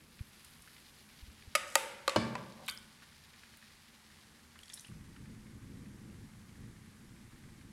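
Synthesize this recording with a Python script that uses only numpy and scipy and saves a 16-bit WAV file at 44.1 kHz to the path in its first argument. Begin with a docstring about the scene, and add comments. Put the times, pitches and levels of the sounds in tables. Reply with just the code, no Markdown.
"""Curry is spooned from a plastic bowl onto rice in a big metal pot, in a small hard-walled kitchen.
Over a low hum the food simmers, the first spoonful sizzles and a hand softly bumps the microphone.
From 1.5 s the steel spoon knocks and scrapes in the bowl; the pot takes one ringing bump at 2.2 s.
The spoon squelches free at 2.7 s. Gravy slides off it around 4.8 s, as the simmer settles,
and a low rumble, likely the gas flame, sets in under the pot."""
import sys
import numpy as np
from scipy import signal
from scipy.fft import rfft, irfft, next_fast_len
from scipy.io import wavfile
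from scipy.ndimage import uniform_filter1d

SR = 44100
rng = np.random.default_rng(int(sys.argv[2]) if len(sys.argv) > 2 else 0)


def inscribe(sig):
    """Save sig as 16-bit PCM at rate SR to the path in sys.argv[1].

    A 1-D sig is mono; a 2-D sig holds one channel per row.
    Samples are clipped to [-1, 1] before scaling.
    """
    pcm = np.round(np.clip(np.atleast_2d(sig).T, -1, 1) * 32767)
    wavfile.write(sys.argv[1], SR, pcm.astype(np.int16))


N = 340493
TIME = np.arange(N) / SR
RING = np.arange(2 ** 16) / SR  # time axis of one hit and its tail, s


def amp(db):
    """Decibels to gain."""
    return 10 ** (np.asarray(db) / 20)


def unit(x):
    """Scale to rms 1."""
    return x / np.sqrt(np.mean(x ** 2))


def add(out, s, x):
    """Mix x into out from time s on."""
    i = int(s * SR)
    out[i:i + len(x)] += x[:N - i]


def fade(t60):
    """Exponential decay, 60 dB down after t60 seconds."""
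    return np.exp(-np.log(1000) * RING / t60)


def ramp(from_s, to_s):
    """0 before from_s, 1 after to_s, straight between."""
    return np.clip((TIME - from_s) / (to_s - from_s), 0, 1)


def waver(per_s):
    """Random modulation with rms 1, gliding to a new value per_s times a second."""
    return unit(np.interp(TIME * per_s, np.arange(1000), rng.standard_normal(1000)))


def at_hz(hz, points):
    """Read (f/Hz, value) points on a log-frequency axis."""
    f, value = np.transpose(points)
    return np.interp(np.log(hz + 1), np.log(f), value)


def colour(x, points):
    """EQ x along (f/Hz, level/dB) points, with steep skirts past both ends; rms 1."""
    size = next_fast_len(len(x), real=True)
    hz = np.fft.rfftfreq(size, 1 / SR) + 1
    skirts = 1 / np.sqrt(1 + (.8 * points[0][0] / hz) ** 8 + (.8 * hz / points[-1][0]) ** 8)
    spectrum = rfft(x, size) * amp(at_hz(hz, points)) * skirts
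    return unit(irfft(spectrum, size)[:len(x)])


def noise(points, like=TIME):
    """Coloured noise with rms 1."""
    return colour(rng.standard_normal(len(like)), points)


def bursts(per_s, spread_db):
    """Crackle: many tiny clicks of uneven size."""
    fires = rng.random(N) < per_s / SR
    size = np.minimum(rng.exponential(size=N), 5)
    return fires * amp(spread_db * size) * rng.choice([-1, 1], N)


def band(x, hz, width_hz):
    """Two identical resonators in series, each width_hz wide."""
    b, a = signal.iirpeak(hz, hz / min(width_hz, SR / 4), fs=SR)
    return signal.lfilter(b, a, signal.lfilter(b, a, x))


def soften(x, hz):
    """Low-pass: a softer contact loses the treble above hz."""
    return signal.sosfilt(signal.butter(2, hz, fs=SR, output="sos"), x)


def thin(x, hz):
    """High-pass: a vessel radiates hardly any bass below hz."""
    return signal.sosfilt(signal.butter(3, hz, "high", fs=SR, output="sos"), x)


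def drone(tones):
    """Narrow resonances kept going by noise."""
    return sum(amp(db) * unit(band(rng.standard_normal(N), hz, 2 * width)) for hz, width, db in tones)


def ring(modes, contact_s=0.00034):
    """Struck modes (f/Hz, level/dB, t60/s) that build up while the contact lasts."""
    out = np.zeros(len(RING))
    for k, (hz, db, t60) in enumerate(modes):
        t = RING[:int(2 * t60 * SR)]
        out[:len(t)] += (-1) ** k * amp(db - 60 * t / t60) * np.sin(2 * np.pi * hz * t)
    return out * (1 - np.exp(-RING / contact_s))


def die_away(x, t60s):
    """Let each octave of x decay at its own rate, read from (f/Hz, t60/s) points."""
    spectrum = rfft(x)
    octave = np.log2(np.maximum(np.fft.rfftfreq(len(x), 1 / SR), 64))
    out = np.zeros(len(x))
    for k in range(6, 16):
        share = np.maximum(1 - abs(octave - k), 0)
        out += irfft(spectrum * share, len(x)) * fade(at_hz(2 ** k, t60s))
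    return out


def reverb(x, tail):
    """Convolve x with a tail scaled to an energy of 1."""
    return signal.fftconvolve(x, tail / np.sqrt(np.sum(tail ** 2)))[:N]


def hum(start_db=-65.5, fall_db_per_s=0.5, waver_db=0.8):
    """Appliance hum: a wavering, slowly fading low bed under four steady resonances."""
    # spectrum of the bed: f/Hz, level/dB
    bed_colour = [(12, -44), (20, -9), (43, -5.5), (81, -4), (105, -6), (135, -3.5), (179, -6), (225, -4),
                  (263, -8.5), (600, -18.5), (780, -49), (1320, -120)]
    # appliance resonances: f/Hz, width/Hz, level/dB
    tones = [(80.4, 4.7, -74.5), (150, 14, -76.5), (213.2, 5.9, -73), (235.2, 4.9, -76.5)]
    level_db = start_db - fall_db_per_s * TIME + waver_db * waver(per_s=3.87)
    return amp(level_db) * noise(bed_colour) + drone(tones)


def simmer(early_db=-64, late_db=-73.5, flicker_db=1.5):
    """Hot food simmers in dense, tiny pops, then settles to a fainter fizz."""
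    # spectrum of the fizz: f/Hz, level/dB
    fizz_colour = [(600, -19), (1100, -11), (1500, -3.5), (2500, 1), (4700, 1.5), (6000, -5.5), (8000, -12),
                   (11000, -9), (15500, -20)]
    level_db = early_db + (late_db - early_db) * ramp(3.65, 5.5) + flicker_db * waver(per_s=60)
    return amp(level_db) * colour(bursts(per_s=6000, spread_db=3.5), fizz_colour)


def room_tone(level_db=-65):
    """The even hiss of the kitchen."""
    # spectrum of the hiss: f/Hz, level/dB
    hiss_colour = [(320, -15), (550, -8), (660, -7), (815, -2), (978, -2.5), (1190, -0.5), (1280, -3),
                   (1620, -1), (2120, -1.5), (2620, -8), (3180, -8.5), (4280, -10), (8880, -9.5),
                   (11400, -12), (15800, -28)]
    return amp(level_db) * noise(hiss_colour)


def spatter(per_s=9, level_db=-56, spread_db=2, centre_hz=1790, spread_octaves=0.3):
    """The cooking food spits faintly: one snap at a random moment in each time slot."""
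    out, count = np.zeros(N), int(per_s * N / SR)
    for slot, (when, size, pitch) in enumerate(rng.uniform(-1, 1, (count, 3))):
        spit = snap(centre_hz * 2 ** (spread_octaves * pitch))
        add(out, (slot + .5 + .5 * when) / per_s, amp(level_db + spread_db * size) * spit)
    return out


def snap(hz, t60=0.028, attack_s=0.00023):
    """A short noise burst around hz with a peak of 1: a film of sauce breaks, or a bit of food lands."""
    envelope = (fade(t60) * (1 - np.exp(-RING / attack_s)))[:SR // 20]
    burst = band(rng.standard_normal(len(envelope)) * envelope, hz, width_hz=0.77 * hz)
    return burst / abs(burst).max()


def sizzle(peak_s=0.6, spread_s=0.83, level_db=-70):
    """The first spoonful sizzles on the hot rice: a fine, high fizz that swells and fades."""
    fizz = band(bursts(per_s=2200, spread_db=3), hz=10700, width_hz=4800)
    swell = np.exp(-((TIME - peak_s) / spread_s) ** 2)
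    return amp(level_db) * swell * unit(fizz)


def gravy(rise_octaves_per_s=36.2):
    """Films of sauce snap and bits of food land; the air pockets behind the films chirp raggedly upward as they
    open."""
    # larger air pockets: t/s, starting f/Hz, level/dB, length/s
    bubbles = [(2.667, 3620, -50, .008), (2.68, 3010, -31, 0.0028), (2.698, 4480, -31.5, 0.0041),
               (2.722, 6100, -51, .005), (2.774, 4820, -40, 0.0045), (2.786, 8500, -51, 0.0041),
               (4.59, 2800, -45.5, .0035), (4.631, 3030, -47.5, 0.0083), (4.698, 3270, -46.5, 0.0081),
               (4.733, 5070, -44, 0.0087), (4.738, 8890, -39, 0.0077), (4.774, 3700, -46.5, 0.005),
               (4.778, 3660, -51, 0.0069), (4.7945, 5700, -47, 0.0055), (4.844, 2470, -52, 0.017),
               (4.869, 8700, -53.5, 0.0071), (4.882, 2560, -58, 0.0069)]
    # sticky snaps of sauce, and soft knocks of food landing near 2 kHz: t/s, level/dB, centre f/Hz, t60/s
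    snaps = [(0.1913, -44.5, 2100, .025), (.4464, -41, 9450, .019), (.621, -45, 8500, .019),
             (0.675, -46, 1790, 0.017), (0.7652, -46, 2620, 0.021), (1.423, -45.5, 2380, 0.015),
             (2.522, -46.5, 3750, 0.028), (2.663, -41, 11300, 0.0092), (2.68, -35, 8000, .008),
             (2.684, -28.5, 11900, 0.01), (2.6839, -32, 1440, 0.011), (2.6892, -27.5, 2720, 0.016),
             (2.697, -29.5, 10000, 0.015), (2.7103, -35, 9550, .012), (2.714, -46, 14500, .014),
             (2.7475, -42, 14000, 0.011), (3.022, -48, 1600, .035), (3.338, -48.5, 1970, .03),
             (3.4342, -46, 1990, 0.019), (3.538, -51, 1800, 0.022), (3.571, -45, 12000, .019),
             (3.625, -50, 1730, 0.032), (4.556, -50, 1500, 0.044), (4.5895, -50, 10000, .014),
             (4.6125, -52, 11000, .012), (4.634, -49, 7500, .025), (4.657, -48, 6000, .012),
             (4.681, -49, 3600, .014), (4.693, -48, 5800, .025), (4.699, -49, 2010, 0.074),
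             (4.775, -46, 4200, .012), (4.846, -50, 2900, .025), (4.7, -48, 6000, .016),
             (4.723, -44, 6500, .016), (4.7403, -34, 10000, 0.014), (4.7455, -43, 9000, .02),
             (4.7955, -41, 6800, .014), (4.808, -43, 10000, .025), (5.163, -51, 1800, .03),
             (5.2558, -53, 1800, .03), (6.556, -55.5, 1700, .03), (7.36, -55, 1600, .03)]
    out = np.zeros(N)
    for s, hz, db, length_s in bubbles:
        chirp = blip(hz, length_s, rise_octaves=rise_octaves_per_s * length_s)
        add(out, s, amp(db) * ragged(chirp, depth=0.57))
    for s, db, hz, t60 in snaps:
        add(out, s, amp(db) * snap(hz, t60))
    return out


def blip(hz, length_s, rise_octaves=0):
    """A short sine that swells fast and dies, gliding up by rise_octaves."""
    samples = int(length_s * SR)
    progress = np.arange(samples) / samples
    phase = 2 * np.pi * np.cumsum(hz * 2 ** (rise_octaves * progress)) / SR
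    return np.sin(np.pi * progress ** .6) ** 2 * np.sin(phase)


def ragged(x, depth):
    """A tearing film shakes the level of a chirp."""
    shake = unit(uniform_filter1d(rng.standard_normal(len(x)), size=10))
    return x * (1 + depth * shake)


def vessels(sauce, scoop_from_s=1.5, scoop_to_s=2.9):
    """Wet sounds ring in the bowl during the scoop, otherwise in the pot; returns direct plus ring."""
    # resonance of the air in the bowl: f/Hz, level/dB
    bowl_air = [(700, -5), (1200, -1), (1480, 14), (1800, -5), (2200, 5), (2700, -4), (3100, 2), (3400, 6),
                (4300, -10), (5400, -10), (7000, -7), (10000, -1.5), (14000, -4)]
    # resonance of the air in the pot: f/Hz, level/dB
    pot_air = [(700, -13), (1600, -1), (1980, 3.5), (2400, -5), (3400, -2), (4500, -7), (5400, -1),
               (7000, -12), (9800, 1), (14000, -4.5)]
    scooping = (TIME > scoop_from_s) & (TIME < scoop_to_s)
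    in_bowl = reverb(sauce * scooping, noise(bowl_air, RING) * fade(t60=0.36))
    in_pot = reverb(sauce * ~scooping, noise(pot_air, RING) * fade(t60=0.34))
    return sauce + amp(-9) * in_bowl + amp(-8.5) * in_pot


def handling():
    """Soft, low bumps of the hand reach the microphone through its case."""
    # hand bumps: t/s, f/Hz, level/dB, length/s
    bumps = [(0.207, 85, -32.5, 0.017), (1.225, 55.4, -42, 0.027), (1.274, 65, -48, 0.048),
             (1.474, 74.5, -44, 0.02)]
    out = np.zeros(N)
    for s, hz, db, length_s in bumps:
        add(out, s, amp(db) * blip(hz, length_s))
    return out


def spoon_knocks(crack_db=-17, clack_db=5.5, clack_follow=0.47):
    """Each hit cracks, thocks in the food-damped bowl and rings the spoon; returns (dry, room send)."""
    # hits: t/s, level/dB, hardness/dB, crack t60/s, low-pass f/Hz, contact spot, spoon ring/dB
    hits = [(1.5518, -0.5, -5.5, 0.035, 10100, 0.5, 2), (1.5573, -10, 2.5, 0.02, 9000, 0.5, -2),
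            (1.7545, -.5, 2.5, 0.012, 13900, 1, -11), (2.0783, -1.5, -5, 0.018, 7950, 2, -9),
            (2.0941, -12.5, 2.5, 0.028, 5770, 2, -6), (2.353, -14.5, -4, 0.014, 4300, 3, -10)]
    # modes of the plastic bowl: f/Hz, t60/s, then level/dB at contact spots 0, 1, 2, 3
    bowl_modes = [(338, 0.033, -49, -35.5, -34.5, -45), (548.5, 0.091, -38.5, -26, -23.5, -40),
                  (607, 0.051, -23, -24.5, -53, -46), (791, 0.041, -59, -25, -35, -20.5),
                  (906, 0.046, -41, -21, -32, -42), (1000, 0.061, -56, -53, -38, -17),
                  (1146, 0.033, -36, -41, -18, -43), (1237, 0.06, -19.5, -22, -24.5, -36),
                  (1450, 0.013, -20, -16.5, -16.5, -17.5), (1916, 0.029, -50.5, -17, -44, -24),
                  (2202, 0.036, -22.5, -29.5, -32, -31), (2430, 0.033, -28, -35, -40, -28),
                  (2630, 0.05, -26, -28, -36, -29), (3085, 0.024, -45, -28.5, -32, -33),
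                  (3840, 0.017, -26, -20.5, -23, -32), (4230, 0.015, -27, -35, -19, -25),
                  (4630, 0.028, -43, -21, -34.5, -30), (4910, 0.041, -29.5, -43, -37, -42),
                  (5580, 0.01, -22.5, -43, -28, -30), (6750, 0.011, -36, -18.5, -28, -28),
                  (7720, 0.011, -22, -11, -43, -27), (9500, .005, -35, -27, -39, -42),
                  (10800, 0.011, -20.5, -21, -31, -46)]
    # thin after-ring of the steel spoon: f/Hz, level/dB, t60/s
    spoon_modes = [(1244, -46, 0.59), (1300, -49, 0.61), (2170, -55, 0.49), (2471, -55, .45),
                   (2920, -54, 0.37), (3898, -62, 0.34), (4740, -56, 0.39), (4915, -56, 0.53),
                   (7900, -55, 0.4)]
    # spectrum of the contact crack: f/Hz, level/dB
    crack_colour = [(800, -25), (1800, 2.5), (3000, 1), (5000, -5), (8000, -3), (12000, -0.5), (15000, -17)]
    # spectrum of the clack sent to the walls: f/Hz, level/dB
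    clack_colour = [(480, -6), (560, 7.5), (620, 1), (720, -2), (900, -9), (1070, -9), (1270, 4.5),
                    (1580, -4), (1900, 1), (2250, 0.5), (2700, -2), (3150, 0.5), (3400, -2.5), (3850, 2),
                    (4300, -6), (4750, -2), (6000, -5), (7550, -6), (7800, 1.5), (8050, -7.5), (10000, -4),
                    (15000, -12)]
    clack = colour(signal.unit_impulse(1024, 128), clack_colour) / np.sqrt(1024)  # energy 1
    direct, clacks = np.zeros(N), np.zeros(N)
    for s, db, hard_db, crack_t60, bright_hz, spot, spoon_db in hits:
        spot_modes = [(hz, levels[round(spot)], t60) for hz, t60, *levels in bowl_modes]
        thock = ring(spot_modes, contact_s=0.00065)
        crack = amp(crack_db + hard_db) * soften(noise(crack_colour, RING) * fade(crack_t60), bright_hz)
        add(direct, s, amp(db) * (thock + crack + amp(spoon_db) * ring(spoon_modes)))
        add(clacks, s, amp(db + clack_follow * hard_db + clack_db) * soften(clack, bright_hz))
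    direct = thin(direct, hz=200)
    # the low modes reach the walls whole; the high ones blur into an even clack
    return direct, 0.84 * soften(direct, hz=1050) + clacks


def spoon_graze(from_s=1.665, to_s=1.752, level_db=-58):
    """Between knocks the spoon's edge grazes the plastic wall in a fine, bright rasp."""
    # spectrum of the rasp: f/Hz, level/dB
    rasp_colour = [(2000, -6), (4500, 0), (8000, 4), (11000, 0), (15000, -15)]
    gate = ramp(from_s, from_s + 0.016) * (1 - ramp(to_s, to_s + 0.005))
    return amp(level_db) * gate * colour(bursts(per_s=900, spread_db=1), rasp_colour)


def pot_bump(at_s=2.161, twin_db=-7, twin_detune=0.0079):
    """A dull blow on the rim; the pot is not quite round, so each mode beats with a weaker twin."""
    # spectrum of the blow itself: f/Hz, level/dB
    thud_colour = [(150, -5), (500, 5.5), (1100, 0), (1600, -4), (2400, -14), (3100, -11), (4500, -12),
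                   (6500, -17.5), (10000, -23), (13000, -48)]
    # crowd of weak overtones: f/Hz, level/dB
    wash_colour = [(85, -11), (155, -6), (205, -4), (270, -9), (400, -13.5), (580, -10.5), (720, -20),
                   (950, -18), (1150, -20), (1350, -25), (2200, -26), (3500, -25), (4800, -21.5),
                   (6000, -30), (9500, -35), (13000, -58)]
    # modes of the pot, the quickly damped ones giving thud and bite: f/Hz, level/dB, t60/s
    modes = [(107, -42, 0.42), (124.9, -40.5, 1.22), (182, -46, 1.4), (199, -39.5, 1.1), (227.3, -36, 0.89),
             (215, -33, 0.077), (329, -24, 0.066), (336, -44, 0.79), (424, -49, 0.99), (444, -35, 0.044),
             (545, -50, 1.2), (564, -51, 1.3), (602, -19.5, 0.046), (611, -47, 1), (716, -26.5, 0.048),
             (664, -56, 1), (885, -45, 1.3), (993, -29, 0.063), (1103, -28.5, 0.12), (1110, -46, 0.75),
             (1173, -48, 1.2), (1365, -53, 1.1), (1529, -49, .55), (1581, -46, .75), (1651, -45, 0.8),
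             (1764, -45, 0.65), (2218, -53, .62), (2264, -47, .6), (2324, -45, 0.66), (2940, -31.5, 0.061),
             (2961, -53, 0.55), (3488, -46, .42), (3780, -55, 0.41), (4250, -31, 0.039), (4380, -49, .42),
             (5000, -34, 0.041), (4980, -58, .6), (5039, -57, .6)]
    twins = [(hz * (1 + twin_detune), db + twin_db, t60) for hz, db, t60 in modes]
    thud = amp(-23.5) * noise(thud_colour, RING) * fade(t60=0.053)
    wash = amp(-36.5) * die_away(noise(wash_colour, RING), t60s=[(200, 1.05), (8000, 0.44)])
    wall = amp(-2) * (ring(modes) + ring(twins))
    out = np.zeros(N)
    add(out, at_s, thud + wash + wall)
    return thin(out, hz=65)


def spoon_drag(peak_s=2.61, spread_s=0.049, level_db=-58):
    """The spoon drags along the bottom of the bowl; its small slips stir the low modes."""
    # low modes of the bowl: f/Hz, width/Hz, level/dB
    tones = [(570, 60, -1), (790, 65, -1), (930, 120, -1)]
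    slips = bursts(per_s=400, spread_db=2.5)
    body = sum(amp(db) * unit(band(slips, hz, 2 * width)) for hz, width, db in tones)
    swell = np.exp(-((TIME - peak_s) / spread_s) ** 2)
    return amp(level_db) * swell * unit(body)


def spoon_lift(at_s=2.684):
    """The spoon clips the rim as it lifts out, and rings faintly."""
    # tick on the rim and ring of the spoon: f/Hz, level/dB, t60/s
    modes = [(980, -39, 0.019), (1470, -58.5, .9), (1510, -38, 0.027), (2186, -58, .5), (2450, -31, .02),
             (3095, -51, .4), (3400, -53, .28), (3730, -33, .025)]
    out = np.zeros(N)
    add(out, at_s, ring(modes))
    return out


def squelch(at_s=2.6885, length_s=0.0081, level_db=-33, shut_hz=2000, open_hz=4470, octaves_per_s=245):
    """Suction breaks under the spoon: a ragged chirp climbs as the cavity opens, then holds its pitch."""
    t = np.arange(int(length_s * SR)) / SR
    hz = np.minimum(shut_hz * 2 ** (octaves_per_s * t), open_hz)
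    envelope = np.sqrt(np.sin(np.pi * t / length_s))
    chirp = envelope * np.sin(2 * np.pi * np.cumsum(hz) / SR)
    out = np.zeros(N)
    add(out, at_s, amp(level_db) * ragged(chirp, depth=0.34))
    return out


def pour(peak_s=4.8, level_db=-61.5, rise_db_per_s=60, fall_db_per_s=152):
    """Gravy slides off the spoon in a froth of tiny bursting bubbles; the flow builds and breaks off."""
    # one resonance for each bubble size: f/Hz, width/Hz, level/dB
    bubble_tones = [(2000, 250, -13), (3620, 1200, -7), (5500, 3300, -5), (7500, 2800, -6.5),
                    (10300, 2300, -5.5)]
    froth = sum(amp(db) * unit(band(bursts(per_s=1400, spread_db=3.5), hz, width))
                for hz, width, db in bubble_tones)
    flow_db = np.minimum(rise_db_per_s * (TIME - peak_s), fall_db_per_s * (peak_s - TIME))
    return amp(level_db + flow_db) * froth


def flame(on_s=4.885, catch_s=0.0065, flutter_db=2):
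    """A low rumble, likely the burner: it catches at once, surges unevenly, then burns lower."""
    # surges of the flame: t/s, level/dB
    surges = [(4.89, -55), (5.02, -51), (5.16, -56.5), (5.28, -52), (5.44, -54.5), (5.78, -50), (5.91, -54),
              (6.01, -49), (6.12, -54.5), (6.23, -51), (6.32, -58), (6.6, -54), (6.73, -58.5), (7.15, -58),
              (7.65, -54.5)]
    # spectrum of the roar: f/Hz, level/dB
    roar_colour = [(12, -52), (20, -5.5), (70, -2.5), (113, 2), (151, -2), (209, 1), (245, -5), (279, -3.5),
                   (305, -12.5), (337, -12), (368, -16.5), (472, -19), (650, -32.5), (840, -64),
                   (1430, -120)]
    # hollows the flame stirs: f/Hz, width/Hz, level/dB against the roar
    hollows = [(118, 9, -11.5), (214.7, 8.5, -9.5), (337, 11, -18.5)]
    level_db = np.interp(TIME, *np.transpose(surges)) + flutter_db * waver(per_s=26)
    return ramp(on_s, on_s + catch_s) * amp(level_db) * (noise(roar_colour) + drone(hollows))


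def kitchen(send, wet_db=-12.5, build_s=0.006):
    """Dense echoes off hard walls build up quickly, the treble dying first."""
    # spectrum of the echoes: f/Hz, level/dB
    tail_colour = [(100, -1.5), (550, 1), (1000, 2.5), (2300, 0.5), (4500, -6), (9000, -1), (15000, -4)]
    # decay of the room: f/Hz, t60/s
    t60s = [(150, 1), (550, 1), (2000, 0.9), (5000, 0.54), (9000, 0.56), (15000, 0.3)]
    build_up = 1 - np.exp(-(RING / build_s) ** 2)
    tail = die_away(noise(tail_colour, RING), t60s) * build_up
    return amp(wet_db) * reverb(send, tail)


def scene():
    """Utensils and food close by, the kitchen around them; mono."""
    knocks, knock_send = spoon_knocks()
    sauce = vessels(soften(squelch() + gravy() + pour(), hz=12500))
    pot = pot_bump()
    echoes = kitchen(knock_send + amp(-10.5) * sauce + amp(-7) * pot)
    low_end = handling() + flame() + hum()
    fade_in = amp(-3.5 * (1 - ramp(0, 0.35)))
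    bed = fade_in * (simmer() + room_tone()) + spatter() + sizzle()
    spoon_moves = spoon_drag() + spoon_graze() + spoon_lift()
    return (knocks + sauce + pot + echoes + low_end + bed + spoon_moves)[None]


def record(dry, top_hz=15850):
    """A steep low-pass cuts the very top of the mix."""
    return signal.sosfilt(signal.ellip(10, .1, 70, top_hz, fs=SR, output="sos"), dry)


dry = scene()
out = record(dry)
inscribe(out)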